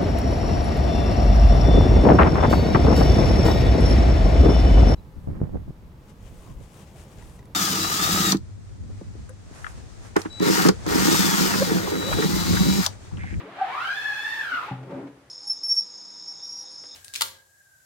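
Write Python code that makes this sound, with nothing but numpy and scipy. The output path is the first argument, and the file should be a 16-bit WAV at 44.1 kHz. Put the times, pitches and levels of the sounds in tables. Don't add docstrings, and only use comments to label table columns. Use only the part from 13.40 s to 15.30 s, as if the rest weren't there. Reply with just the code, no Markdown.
import sys
import numpy as np
from scipy import signal
from scipy.fft import rfft, irfft
from scipy.io import wavfile
from scipy.ndimage import uniform_filter1d

SR = 44100
rng = np.random.default_rng(int(sys.argv[2]) if len(sys.argv) > 2 else 0)


def generate_wav(signal):
    frames = np.transpose(np.atleast_2d(signal))
    scaled = np.clip(frames, -1, 1) * 32767
    pcm = np.round(scaled).astype(np.int16)
    wavfile.write(sys.argv[1], SR, pcm)


N = 83790

# time_s, pitch_hz, level_db
STROKE = [(.1, 598.4, -69), (.2, 760, -32.5), (.27, 815, -35), (.32, 935.6, -34), (.4, 1232, -28.5),
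          (.45, 1435, -28.5), (.52, 1594, -27.5), (.59, 1696, -31), (.67, 1690, -30), (.76, 1681, -30.5),
          (.85, 1729, -31), (.93, 1781, -30.5), (1.02, 1727, -30), (1.07, 1555, -31.5),
          (1.112, 1481, -29.5), (1.135, 1423, -24.5), (1.19, 1328, -28.5), (1.25, 1168, -35),
          (1.31, 829, -57), (1.44, 817, -87)]
# pitch_multiple, level_db
WEAVE = [(.5, -28.5), (1, -2.5), (1.5, -18.5), (2, -17), (2.5, -25.5), (3, -27.5), (3.5, -34), (4, -36),
         (5, -42.5)]
FULL_SPEED_HZ = 1720
WANDER_HZ, WANDER_PER_S = 20, 43.8


def undb(db):
    return 10 ** (np.asarray(db) / 20)


def unit(x):
    return x / np.sqrt(np.mean(x ** 2))


def curve(rows, column=1):
    rows = np.array(rows)
    return np.interp(np.arange(N) / SR, rows[:, 0], rows[:, column])


def colour(x, points, power=1):
    hz, db = np.array(points).T
    f = np.fft.rfftfreq(2 * N, 1 / SR)
    gain = undb(power * np.interp(np.log(f + 1), np.log(hz), db))
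    return irfft(rfft(x, 2 * N) * gain)[:N]


def walk(rate):
    f = np.arange(N // 8) * SR / N
    real, imag = rng.standard_normal((2, len(f)))
    return unit(irfft((real + 1j * imag) * np.exp(-np.minimum(f / rate, 10) ** 2), N))


def grit(spectrum, grain_db=.5):
    return unit(colour(rng.standard_normal(N) * undb(grain_db * walk(960)), spectrum))


def room_tone(level_db=-59.5):
    # frequency_hz, relative_db
    spectrum = [(25, -52), (60, 4.5), (90, -1), (125, 9.5), (180, -10.5), (500, -13), (1500, -8.5),
                (4000, -21.5), (10000, -27.5), (15000, -42.5)]
    return undb(level_db) * unit(colour(rng.standard_normal(N), spectrum))


def reverb(x, t60_s=.5, level_db=-9.5):
    t = np.arange(SR // 2) / SR
    tail = rng.standard_normal(len(t)) * np.exp(-np.log(1000) * t / t60_s) * (t > .005)
    return undb(level_db) * signal.fftconvolve(x, tail / np.linalg.norm(tail))[:N]


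def frame_ring():
    # pitch_hz, level_db, t60_s
    modes = [(138.3, -1, 0.08), (130, -12.5, 0.83), (177, -8.5, 0.19), (267.1, -2.5, 0.29),
             (341.6, -10.5, 0.19), (398, -11, 0.14), (556.4, -3, 0.085), (905, -6, 0.14)]
    t = np.arange(N) / SR
    return sum(undb(db) * np.cos(2 * np.pi * hz * t) * np.exp(-np.log(1000) * t / t60)
               for hz, db, t60 in modes)


def scuffs(band_hz=(320, 2160), decay_s=.014):
    # start_s, level_db
    shifts = [(1.428, -50.5), (1.506, -49), (1.67, -50)]
    t = np.arange(N) / SR
    band = signal.butter(2, band_hz, "band", fs=SR, output="sos")
    rasp = unit(signal.sosfilt(band, rng.standard_normal(N)))
    ages = [(np.maximum(t - at, 0) / decay_s, db) for at, db in shifts]
    return rasp * sum(undb(db) * np.exp(-age) * (1 - np.exp(-10 * age)) for age, db in ages)


def chafe(ring_db=-5):
    # time_s, level_db
    envelope = [(0, -46), (.07, -46.5), (.13, -52), (.3, -69), (1.12, -62.5), (1.4, -52), (1.47, -46),
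                (1.52, -40), (1.58, -40.5), (1.63, -43), (1.73, -57.5), (1.9, -63.5)]
    # frequency_hz, relative_db
    spectrum = [(70, -30), (150, 0), (330, 6), (580, 1), (2000, -16), (3500, -29.5), (15000, -55.5)]
    slips = grit(spectrum) * undb(curve(envelope))
    ring = unit(signal.fftconvolve(slips, frame_ring())[:N])
    return slips + undb(ring_db) * np.std(slips) * ring


def creaks(half_length_s=.012, rise_per_s=9.1):
    # peak_s, pitch_hz, peak_db
    slips = [(.04, 278, -42.5), (.063, 429, -39), (.088, 643, -43)]
    t, out = np.arange(N) / SR, 0
    for at, hz, db in slips:
        age = t - at
        phase = 2 * np.pi * hz * age * (1 + rise_per_s * age / 2)
        out += undb(db) * np.exp(-(age / half_length_s) ** 2) * np.sin(phase)
    return out


def mesh_ring(width_hz=63):
    # time_s, pitch_hz, level_db
    resonance = [(.15, 765.6, -63), (.21, 760, -42), (.305, 756.2, -40), (.4, 749, -48.5),
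                 (.55, 771.6, -49), (1.0, 905, -48.5), (1.12, 900.7, -69), (1.26, 835, -74),
                 (1.32, 819, -39), (1.46, 808, -74)]
    phase = 2 * np.pi * np.cumsum(curve(resonance)) / SR
    ring = walk(width_hz) * np.sin(phase) + walk(width_hz) * np.cos(phase)
    return ring * undb(curve(resonance, column=2))


def friction(treble_hz=3020, db_per_speed_doubling=24.5):
    # time_s, level_db
    envelope = [(0, -40.5), (.04, -50.5), (.11, -47), (.17, -42), (.24, -38.5), (.33, -37), (.56, -45.5),
                (1.08, -45), (1.2, -41.5), (1.29, -38.5), (1.39, -55), (1.55, -88)]
    # frequency_hz, relative_db
    spectrum = [(60, -44), (130, -17), (600, -4), (1200, 0.5), (2300, -3), (3600, -7), (5500, -16.5),
                (9000, -20), (15500, -25.5)]
    hiss = grit(spectrum)
    dull = signal.sosfiltfilt(signal.butter(1, treble_hz, fs=SR, output="sos"), hiss)
    treble_gain = undb(db_per_speed_doubling * np.log2(curve(STROKE) / FULL_SPEED_HZ))
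    return (dull + treble_gain * (hiss - dull)) * undb(curve(envelope))


def knocks(crack_db=1, crack_s=.003, crack_top_hz=1500, low_cut_hz=111):
    # start_s, level_db, softness_ms
    blows = [(1.312, -16.5, 1.97), (1.328, -23.5, 3), (1.502, -37.5, .35), (1.543, -33.5, 0.55),
             (1.636, -56, 1.3)]
    t, out, ring = np.arange(N) / SR, np.zeros(N), frame_ring()
    lowpass = signal.butter(2, crack_top_hz, fs=SR, output="sos")
    for at, db, soft_ms in blows:
        noise = unit(signal.sosfilt(lowpass, rng.standard_normal(N)))
        crack = undb(crack_db) * noise * np.exp(-t / crack_s)
        soft_s = soft_ms / 1000
        push = np.exp(-t / soft_s) * (1 - np.exp(-2 * t / soft_s))
        blow = signal.fftconvolve(ring + crack, push / push.sum())
        start = int(at * SR)
        out[start:] += undb(db) * blow[:N - start]
    return signal.sosfilt(signal.butter(4, low_cut_hz, "high", fs=SR, output="sos"), out)


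def squeaks(partials_db=(.5, -21.5, -35.5), waver_hz=6.7):
    # peak_s, half_length_s, pitch_hz, peak_db
    slips = [(.221, .0115, 762, -16.5), (.247, .0075, 762, -20), (.338, .012, 2290, -36),
             (.583, .025, 3520, -38), (.84, .022, 3480, -37), (.661, .004, 1700, -21),
             (.68, .006, 1720, -25), (1.014, .004, 1750, -21), (1.131, .004, 1440, -23),
             (1.143, .013, 275, -43), (1.291, .012, 860, -34), (1.555, .04, 570, -40),
             (1.572, .025, 266, -34.5), (1.59, .025, 390, -41), (1.655, .05, 277, -38)]
    t, out = np.arange(N) / SR, 0
    for at, half, hz, db in slips:
        phase = 2 * np.pi * np.cumsum(hz + waver_hz * walk(WANDER_PER_S)) / SR
        tone = sum(gain * np.sin(k * phase) for k, gain in enumerate(undb(partials_db), 1))
        out += undb(db) * np.exp(-((t - at) / half) ** 2) * tone
    return out


def whistle(lead_hz=28.13, flutter=.7):
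    # time_s, relative_db
    balance = [(.33, 5), (.45, -1.5), (.85, 1.5), (1.0, -6), (1.15, -16)]
    hz = uniform_filter1d(curve(STROKE), SR // 20) + lead_hz + WANDER_HZ / 2 * walk(WANDER_PER_S)
    phase = 2 * np.pi * np.cumsum(hz) / SR
    overtones = sum(undb(db) * np.sin(multiple * phase) * (1 + flutter * walk(multiple * WANDER_PER_S))
                    for multiple, db in WEAVE if multiple > 1)
    return overtones * undb(curve(STROKE, column=2) + curve(balance))


def thread_tone(points=5, skew_hz=27.07, lag_s=.036, flutter_per_s=113):
    hz = uniform_filter1d(curve(STROKE), SR // 50)
    brightness = undb(-1.5 + 4 * np.log2(hz / FULL_SPEED_HZ))
    acceleration = uniform_filter1d(np.gradient(hz) * SR, SR // 10)
    skew = skew_hz + lag_s * np.abs(acceleration)
    leads = .62 - 2 * np.linspace(1, 0, points) ** 2
    bites = unit(undb(1.5 * leads))
    out = 0
    for lead, bite in zip(leads, bites):
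        point_hz = hz + lead * skew + WANDER_HZ * walk(WANDER_PER_S)
        phase = 2 * np.pi * (np.cumsum(point_hz) / SR + 2 * rng.random())
        for multiple, db in WEAVE:
            grip = (1 + walk(flutter_per_s)) / np.sqrt(2)
            gain = undb(db) * (1 if multiple == 1 else brightness)
            out += gain * bite * grip * np.sin(multiple * phase)
    return out * np.sqrt(2 / points) * undb(curve(STROKE, column=2))


def sustained_layers():
    return thread_tone() + whistle() + friction() + chafe() + mesh_ring() + scuffs() + room_tone()


def scene():
    # frequency_hz, side_gain_db
    width = [(60, -24), (250, -17.5), (1200, -3.5), (2000, -2.5), (4000, 0), (15000, 1.5)]
    # frequency_hz, right_over_left_db
    pan = [(100, -0.9), (600, -1.7), (2500, -0.1), (9500, 0.5), (12000, 4), (15000, 12)]
    direct = sustained_layers() + creaks() + squeaks() + knocks()
    side = colour(sustained_layers() + reverb(direct), width)
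    mid = direct + reverb(direct)
    return np.array([colour(mid + side, pan, -1 / 2), colour(mid - side, pan, 1 / 2)])


def record(dry):
    return signal.sosfilt(signal.ellip(10, .2, 80, 15600, fs=SR, output="sos"), dry)


dry = scene()
out = record(dry)
generate_wav(out)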